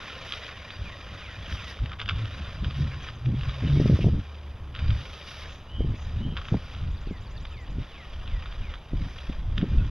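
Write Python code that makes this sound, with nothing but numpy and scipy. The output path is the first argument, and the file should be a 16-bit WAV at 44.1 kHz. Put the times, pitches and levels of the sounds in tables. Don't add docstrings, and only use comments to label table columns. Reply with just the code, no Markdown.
import sys
import numpy as np
from scipy import signal
from scipy.fft import rfft, irfft, next_fast_len
from scipy.io import wavfile
from scipy.ndimage import uniform_filter1d, map_coordinates

SR = 44100
rng = np.random.default_rng(int(sys.argv[2]) if len(sys.argv) > 2 else 0)


def master_out(mix):
    frames = np.transpose(np.atleast_2d(mix))
    ceiling = np.clip(frames, -1, 1)
    pcm = np.round(ceiling * 32767).astype(np.int16)
    wavfile.write(sys.argv[1], SR, pcm)


N = 436590

# (time [s], level [dB])
REEL_SPIN = [(0, -52), (1.8, -48), (2.02, -59), (2.15, -56.5), (4.2, -51.5), (4.62, -58), (4.75, -57),
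             (7.0, -54), (9.9, -55)]
# (start [s], length [s], level [dB])
GRASS_BITES = [(.03, 0.45, -42.5), (.56, 0.91, -48.5), (1.5, 0.22, -45), (2.18, 0.37, -45.5),
               (2.68, 0.28, -47.5), (3.05, 0.031, -44), (3.42, 0.545, -45.5), (4.82, 0.235, -48),
               (5.04, 0.49, -47), (5.93, 0.27, -54), (6.39, 0.424, -51), (7.83, 0.89, -52.5),
               (9.02, 0.33, -51.5), (9.7, 0.3, -52.5)]
LUSH_TUFTS = [(.29, 0.069, -48), (1.53, 0.017, -46), (1.68, 0.034, -48.5), (2.78, 0.033, -51),
              (3.74, 0.33, -50.5), (4.95, 0.38, -54), (5.28, 0.15, -49), (6.62, 0.12, -57.5),
              (9.02, 0.28, -58.5)]
# (frequency [Hz], density [dB])
CUT_SPECTRUM = [(250, -12.5), (400, -6), (550, 2.5), (850, -8), (1000, -13), (1200, 1), (2050, -1.5),
                (3300, -2), (4000, -3.5), (5000, -25.5), (6200, -18.5), (7500, -34.5), (11000, -86)]
SPRAY_SPECTRUM = [(1700, -17.5), (3200, -0.5), (4800, -2), (6100, -9), (7400, -42.5), (9000, -28),
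                  (10500, -20.5), (12000, -27), (15000, -39)]
SNAP_SPECTRUM = [(250, -33), (850, -18), (1200, -0.5), (2000, -1.5), (3300, 5), (4000, -1), (5000, -15),
                 (6200, -26), (7500, -47), (12000, -64)]
# (frequency [Hz], gain [dB])
BLADE_MODES = [(1065, 10), (1400, -14), (1825, 7.5), (2410, 8), (2990, 1), (4860, 5)]
# (start [s], length [s], level [dB], resonance [Hz])
KNIFE_GRAZES = [(1.915, .026, -45, 1300), (4.012, 0.022, -42.5, 2710)]
# (time [s], peak level [dB])
FRAME_KNOCKS = [(0.3229, -15), (0.337, -20.5), (0.4914, -25.5), (0.7049, -26), (1.5254, -25.5),
                (1.7904, -30), (1.8594, -26.5), (1.895, -32), (1.9186, -25.5), (1.9339, -27),
                (1.9968, -23.5), (2.001, -20.5), (2.0156, -20), (2.028, -30), (2.0598, -28),
                (2.0899, -14.5), (2.0955, -12), (2.1098, -23), (2.2563, -27), (2.646, -22), (2.709, -25.5),
                (3.0875, -26), (3.2595, -30), (3.411, -28), (3.434, -28), (3.495, -23.5), (4.751, -27),
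                (4.7622, -27), (4.791, -26), (4.9054, -22), (6.3681, -21), (6.3733, -19.5), (6.4155, -28.5),
                (6.454, -30.5), (6.4856, -24), (6.739, -36), (6.7492, -30.5), (7.4533, -25),
                (8.2775, -28.5), (8.4246, -31), (8.4588, -28.5), (8.525, -30.5), (8.7393, -25.5),
                (8.756, -33), (9.187, -30), (9.576, -32), (9.5802, -19), (9.614, -25.5)]
# (frequency [Hz], width [Hz], gain [dB])
FRAME_MODES = [(520, 120, -9), (1070, 130, -6), (1290, 170, -3), (1610, 170, -2), (2080, 1450, -8),
               (2360, 700, 0), (3100, 600, 0), (3640, 240, 1), (4800, 300, -11)]

# (time [s], level [dB])
BREEZE_PUSH = [(0, -45), (1.3, -41), (2.1, -33), (3.0, -32.5), (4.4, -47), (4.65, -37), (4.95, -30.5),
               (5.45, -40.5), (6.3, -30), (7.3, -39.5), (8.0, -45.5), (8.35, -35.5), (8.7, -45), (9.9, -28)]
# (start [s], length [s], push [dB], fine turbulence [dB])
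WIND_GUSTS = [(0.802, 0.067, -35, -51), (1.131, 0.016, -38.5, -42), (1.525, 0.022, -31, -43),
              (1.811, 0.036, -30.5, -41), (2.084, 0.33, -42, -42.5), (2.619, 0.063, -33, -37.5),
              (2.79, 0.078, -34, -32.5), (3.273, 0.071, -33, -29.5), (3.42, 0.079, -28.5, -44),
              (3.632, 0.12, -28, -29.5), (3.752, 0.2, -27, -23.5), (4.008, 0.11, -29, -26),
              (4.117, 0.076, -27, -29.5), (4.818, 0.096, -36.5, -56), (5.797, 0.13, -29.5, -32.5),
              (6.212, 0.13, -31.5, -30.5), (6.525, 0.028, -26.5, -23.5), (7.07, 0.044, -38, -39),
              (7.696, 0.12, -40.5, -41.5), (8.922, 0.15, -35, -38.5), (9.293, 0.03, -33, -46),
              (9.578, 0.11, -36, -31.5), (9.719, 0.15, -25.5, -32.5)]
# (frequency [Hz], density [dB])
RUMBLE_SPECTRUM = [(20, -36), (45, -4), (70, 0.5), (100, -3), (140, -13), (200, -22), (350, -43.5),
                   (2500, -120)]
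SLOW_EDDY_SPECTRUM = [(12, -6), (38, 0), (70, -10), (700, -120)]
FLUTTER_SPECTRUM = [(40, -14.5), (115, 7.5), (170, 4.5), (280, -4.5), (420, -17), (600, -27), (950, -37.5),
                    (5000, -120)]
# (time [s], gain [dB])
SLOW_EDDY_GAIN = [(0, -12), (4, -8.5), (6.5, -2), (8.6, 7), (9.9, 0.5)]
# (time [s], peak level [dB], eddy frequency [Hz])
WIND_SLAPS = [(3.638, -23, 139), (3.774, -17.5, 110), (3.801, -14, 140), (3.815, -18, 120),
              (3.859, -12.5, 150), (3.899, -10.5, 119), (3.913, -15, 100), (3.931, -14.5, 80),
              (3.991, -19, 149), (4.045, -15.5, 150), (4.066, -17.5, 169), (4.085, -19.5, 130),
              (4.18, -22, 80), (5.807, -16.5, 110), (5.818, -26, 128), (5.847, -22.5, 120),
              (5.942, -26, 90), (6.528, -21.5, 120), (6.543, -17, 229), (6.55, -11.5, 73.5),
              (7.073, -27, 110), (7.111, -21.5, 117), (7.785, -23.5, 87.5), (8.935, -20, 110),
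              (9.298, -22.5, 101), (9.63, -12.5, 128), (9.641, -21, 129)]
# (time [s], pitch [Hz], level [dB])
WIND_MOAN = [(1.9, 95, -50), (2.2, 106.3, -26), (2.5, 98.3, -47), (2.7, 133.9, -37), (2.85, 141.6, -25.5),
             (3.12, 124.3, -58), (3.3, 123, -24), (3.5, 129.7, -40), (3.75, 145.5, -20.5), (4.0, 146, -79)]

# (time into the note [s], pitch [Hz], level [dB])
SLUR_SHAPE = [(0, 3600, -12), (.03, 3170, -2), (.07, 2500, 0), (.11, 2110, 0), (.15, 1920, 0),
              (.185, 1840, -7)]
ARCH_SHAPE = [(0, 4350, -12), (.025, 4680, 0), (.055, 4800, 0), (.09, 4480, -8)]
FALL_SHAPE = [(0, 5000, -10), (.02, 4850, 0), (.045, 4400, -1), (.075, 3450, -3)]
PEEP_SHAPE = [(0, 6250, -4), (.012, 6050, 0), (.025, 5850, -5)]
BUZZ_SHAPE = [(0, 5800, -12), (.04, 6100, 0), (.1, 6150, 0), (.15, 5800, -12)]
LOW_PIPE_SHAPE = [(0, 2850, -14), (.045, 2945, 0), (.08, 2965, 0), (.12, 2945, -3), (.17, 2980, -5),
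                  (.21, 3040, -20)]
HIGH_PIPE_SHAPE = [(0, 3150, -45), (.045, 3120, -4), (.068, 3120, -2), (.095, 3185, -1), (.16, 3165, -5),
                   (.21, 3180, -20)]
TRILL_SHAPE = [(0, 5000, -6), (.006, 4500, 1), (.016, 3600, -2), (.028, 3300, -45), (.038, 4900, -11),
               (.046, 6500, -14), (.056, 7100, -18), (.068, 7400, -21), (.076, 7450, -34)]
# (time [s], level [dB])
SLUR_NOTES = [(.4, -51), (.79, -48.5), (1.16, -48), (1.53, -47), (7.018, -53), (7.475, -52.5),
              (7.884, -51.5), (8.222, -51), (8.572, -49.5)]
ARCH_NOTES = [(.695, -50.5), (4.83, -56)]
FALL_NOTES = [(2.54, -59), (2.68, -55)]
PEEP_NOTES = [(3.024, -57), (3.148, -64), (3.252, -64)]
BUZZ_NOTES = [(5.45, -61), (5.94, -61.5), (6.43, -62)]
PIPE_NOTES = [(5.668, -47.5), (6.172, -48)]

# (time [s], pitch [Hz], level [dB])
ENGINE_HUM = [(0, 69, -53), (1.8, 68.5, -44), (3.2, 70.74, -47.5), (4.4, 73.53, -37), (5.2, 70, -49),
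              (9.9, 69.2, -46)]
# (frequency [Hz], density [dB])
AIR_SPECTRUM = [(30, 10), (150, 4), (330, -2.5), (1100, -5), (2000, -21.5), (3400, -33), (5000, -42.5),
                (6300, -33.5), (7600, -40), (10500, -35), (15000, -39.5)]

# (frequency [Hz], likeness [0-1])
PORT_LIKENESS = [(300, .99999), (1000, .998), (2500, .994), (4500, .97), (8000, .68), (12000, .58)]
# (frequency [Hz], width [Hz])
CAMERA_NOTCHES = [(4215, 420), (7900, 800), (8800, 400), (12700, 700)]


def reel(blade_hz=48, snip_db=0.5, judder_db=1.63, ring_width_hz=55):
    def blades(f):
        modes = sum(amp(db) / (1 + 2j * (f - hz) / ring_width_hz) for hz, db in BLADE_MODES)
        return modes / (1 + (f / 6500) ** 8)

    spin_db, = curves(REEL_SPIN)
    cutting = np.sqrt(amp(spin_db) ** 2 + swells(GRASS_BITES, attack_s=0.099, release_s=0.048))
    showers = swells(LUSH_TUFTS, attack_s=0.05, release_s=0.021)
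    clippings = np.sqrt((amp(-10.5) * cutting) ** 2 + showers)
    blade_passes = np.cumsum(blade_hz * amp(1.5 * wobble(3.5))) / SR
    stroke = amp(snip_db * np.cos(2 * np.pi * blade_passes) + judder_db * wobble(110))
    shear = stroke * (.85 * noise() + .65 * unit(impacts(rate=550, spread_db=2)))
    rasp = amp(-1) * coloured(scrape_patches(shear, depth_db=3.2), CUT_SPECTRUM)
    ring = amp(-8) * unit(filtered(stroke * impacts(rate=250, spread_db=5.5), blades))
    chatter = amp(-10) * unit(filtered(impacts(rate=60, spread_db=1.5), steel_frame))
    spray = amp(-0.5) * coloured(np.sqrt(stroke) * noise(), SPRAY_SPECTRUM)
    snaps = amp(-12) * coloured(impacts(rate=55, spread_db=2), SNAP_SPECTRUM)
    return cutting * (rasp + ring + chatter + snaps) + clippings * spray


def scrape_patches(x, depth_db):
    spectra = signal.stft(x, nperseg=512)[2]
    patches = uniform_filter1d(rng.standard_normal(spectra.shape), size=3, axis=0)
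    patches = uniform_filter1d(patches, size=4, axis=1)
    return signal.istft(spectra * amp(depth_db * unit(patches)), nperseg=512)[1][:N]


def knife_grazes(q=2.4):
    rub = lambda hz: unit(filtered(noise(), lambda f: 1 / (1 + 2j * q * (f / hz - 1)) ** 2))
    return sum(rub(hz) * np.sqrt(swells([swell], attack_s=0.0091, release_s=0.0085))
               for *swell, hz in KNIFE_GRAZES)


def frame_clacks(body_hz=1900, scrape_t60=.052, rebound_t60=.085, grind_t60=.012):
    out, lead = np.zeros(N), SR // 40
    t = np.arange(-lead, SR // 8) / SR
    contact = (np.arange(len(t)) == lead) * 1.0
    for s, db in FRAME_KNOCKS:
        body_db = rng.normal(6, 3.1)
        body = lambda f: amp(body_db / (1 + (f / body_hz) ** 4))
        ticks = unit(rng.standard_normal(len(t)) * (rng.random(len(t)) < 600 / SR))
        rattle = ticks * amp(-60 * np.abs(t) / np.where(t < 0, scrape_t60, rebound_t60))
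        grind = rng.standard_normal(len(t)) * (t >= 0) * amp(-13 - 60 * np.abs(t) / grind_t60)
        mode_db = rng.normal(0, 2.5, len(FRAME_MODES))
        ring = filtered(rattle, lambda f: steel_frame(f, mode_db) * body(f))
        snap = filtered(contact + grind, lambda f: amp(along(SNAP_SPECTRUM, f)) * body(f))
        add(out, s + t[0], amp(db) * peaked(peaked(snap) + amp(-10) * peaked(ring)))
    return out


def steel_frame(f, mode_db=(0,) * len(FRAME_MODES), contact_hz=5600):
    modes = sum((-1) ** k * amp(db + mode_db[k]) * 1j * f * width / (hz * hz - f * f + 1j * f * width)
                for k, (hz, width, db) in enumerate(FRAME_MODES))
    return modes * signal.freqs(*signal.butter(N=5, Wn=contact_hz, analog=True), f)[1]


def wind(puff_db=4.3, puffs_per_s=8, lump_db=3.5):
    breeze_db, slow_db = curves(BREEZE_PUSH) + curves(SLOW_EDDY_GAIN)
    breeze_db += puff_db * (wobble(puffs_per_s) - 1)
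    start, length, push_db, fine_db = np.transpose(WIND_GUSTS)
    gusts = lambda db: swells(zip(start, length, db), attack_s=0.016, release_s=0.016)
    pressure = np.sqrt(amp(breeze_db) ** 2 + gusts(push_db))
    turbulence = np.sqrt(amp(breeze_db - 13.5) ** 2 + gusts(fine_db))
    thumps = amp(2 * wobble(24))
    rumble = coloured(noise() * thumps, RUMBLE_SPECTRUM)
    slow_eddies = amp(slow_db) * coloured(noise() * thumps, SLOW_EDDY_SPECTRUM)
    flutter = coloured(noise() * np.sqrt(thumps) * amp(lump_db * wobble(60)), FLUTTER_SPECTRUM)
    return amp(1) * pressure * (rumble + slow_eddies) + turbulence * flutter + wind_moan() + wind_slaps()


def wind_moan():
    hz, db = curves(WIND_MOAN)
    return amp(db + 3.7 * wobble(24.81)) * np.sin(2 * np.pi * np.cumsum(hz) / SR + 1.05 * wobble(22))


def wind_slaps(wake_db=-24, wake_t60=0.035):
    out, lead = np.zeros(N), SR // 40
    t = np.arange(-lead, SR // 16) / SR
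    for s, db, hz in WIND_SLAPS:
        kick = rng.standard_normal(len(t)) * (t >= 0) * amp(wake_db - 60 * np.abs(t) / wake_t60)
        kick[lead] += 1
        eddy = filtered(kick, lambda f: 1j * f * np.exp(-f / hz))
        add(out, s + t[0], amp(db) * peaked(eddy))
    return out


def birds(trill_start_s=6.868, trill_step_s=.0995):
    trill = [(trill_start_s + k * trill_step_s, -49 - 4 * u ** 2)
             for k, u in enumerate(np.linspace(-1, 1, 9))]
    song = sing(LOW_PIPE_SHAPE, PIPE_NOTES, waver_hz=13)
    song += sing(HIGH_PIPE_SHAPE, PIPE_NOTES, waver_hz=7.9)
    song += sing(BUZZ_SHAPE, BUZZ_NOTES, waver_hz=295, buzz_depth_hz=540)
    song += sing(TRILL_SHAPE, trill, waver_hz=69.8)
    chips = sing(ARCH_SHAPE, ARCH_NOTES, waver_hz=45) + sing(FALL_SHAPE, FALL_NOTES, waver_hz=59.5)
    peeps = sing(PEEP_SHAPE, PEEP_NOTES, waver_hz=110)
    slurs = sing(SLUR_SHAPE, SLUR_NOTES, waver_hz=32)
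    return (song + chips + peeps + slurs) * amp(2 * wobble(45))


def sing(shape, notes, waver_hz, buzz_depth_hz=0, buzz_hz=142):
    out, size = np.zeros(N), int(shape[-1][0] * SR)
    hz, shape_db = curves(shape, size=size)
    flutter = buzz_depth_hz * np.sin(2 * np.pi * buzz_hz * np.arange(size) / SR)
    waver = waver_hz * wobble(150)
    for s, db in notes:
        phase = 2 * np.pi * np.cumsum(hz + flutter + waver[round(s * SR):][:size]) / SR
        add(out, s, amp(db + shape_db) * signal.windows.tukey(size, .1) * np.sin(phase))
    return out


def distant(song):
    return amp(-.6) * song + amp(-11) * yard(song, t60=.06) + amp(-11.5) * yard(song, t60=.9)


def yard(x, t60):
    t = np.arange(SR // 2) / SR
    tail = rng.standard_normal(len(t)) * amp(-60 * t / t60) * (1 - np.exp(-t / 0.0067))
    return signal.fftconvolve(x, tail / np.linalg.norm(tail))[:N]


def far_engine():
    hz, db = curves(ENGINE_HUM)
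    return amp(db + 0.92 * wobble(3.6)) * np.sin(2 * np.pi * np.cumsum(hz) / SR)


def open_air():
    return amp(-49.5 + 0.25 * wobble(0.16)) * coloured(noise(), AIR_SPECTRUM)


def amp(db):
    return 10 ** (np.asarray(db) / 20)


def unit(x):
    return x / np.sqrt(np.mean(x ** 2) + 1e-20)


def peaked(x):
    return x / np.abs(x).max()


def along(points, hz):
    f, values = np.transpose(points)
    return np.interp(np.log(hz + 1), np.log(f + 1), values)


def curves(rows, size=N):
    times, *columns = np.transpose(rows)
    return [np.interp(np.arange(size) / SR, times, column) for column in columns]


def swells(rows, attack_s, release_s):
    t, power = np.arange(N) / SR, np.zeros(N)
    for start, length, db in rows:
        rise = np.clip(1 + (t - start) / attack_s, 0, 1)
        fall = np.exp(-np.clip((t - start - length) / release_s, 0, 20))
        power += (amp(db) * rise * fall) ** 2
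    return power


def wobble(rate):
    knots = rng.standard_normal(int(N * rate / SR) + 4)
    coarse = np.arange(0, N, 24)
    return np.interp(np.arange(N), coarse, map_coordinates(knots, [coarse * rate / SR]))


def noise():
    return rng.standard_normal(N)


def impacts(rate, spread_db):
    return (rng.random(N) < rate / SR) * rng.choice([-1, 1], N) * amp(spread_db * np.clip(noise(), -2, 2))


def filtered(x, response):
    size = next_fast_len(x.shape[-1] + SR // 4)
    return irfft(rfft(x, size) * response(np.fft.rfftfreq(size, 1 / SR)), size)[..., :x.shape[-1]]


def coloured(x, spectrum):
    return unit(filtered(x, lambda hz: amp(along(spectrum, hz))))


def add(track, s, sound):
    part = track[max(round(s * SR), 0):][:len(sound)]
    part += sound[:len(part)]


def stereo_ports(mid):
    alike = lambda hz: np.clip(along(PORT_LIKENESS, hz), 0, 1)
    side = filtered(mid * unit(wobble(400)), lambda hz: np.sqrt((1 - alike(hz)) / (1 + alike(hz))))
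    lag = lambda hz: np.exp(1j * np.pi * hz / SR * np.array([[-1], [1]]))
    return filtered(np.array([mid + side, mid - side]), lag)


def scene():
    mower = reel() + knife_grazes() + frame_clacks()
    song = distant(birds())
    ahead = mower + amp(-15) * yard(mower, t60=0.87) + song + far_engine() + open_air()
    return stereo_ports(ahead) + wind()


def record(dry, top_hz=15200):
    notches = lambda f: np.prod([(hz * hz - f * f) / (hz * hz - f * f + 1j * f * width)
                                 for hz, width in CAMERA_NOTCHES], axis=0)
    soft_ends = signal.windows.tukey(N, .001)
    return filtered(dry * soft_ends, lambda f: notches(f) * (f < top_hz))


dry = scene()
out = record(dry)
master_out(out)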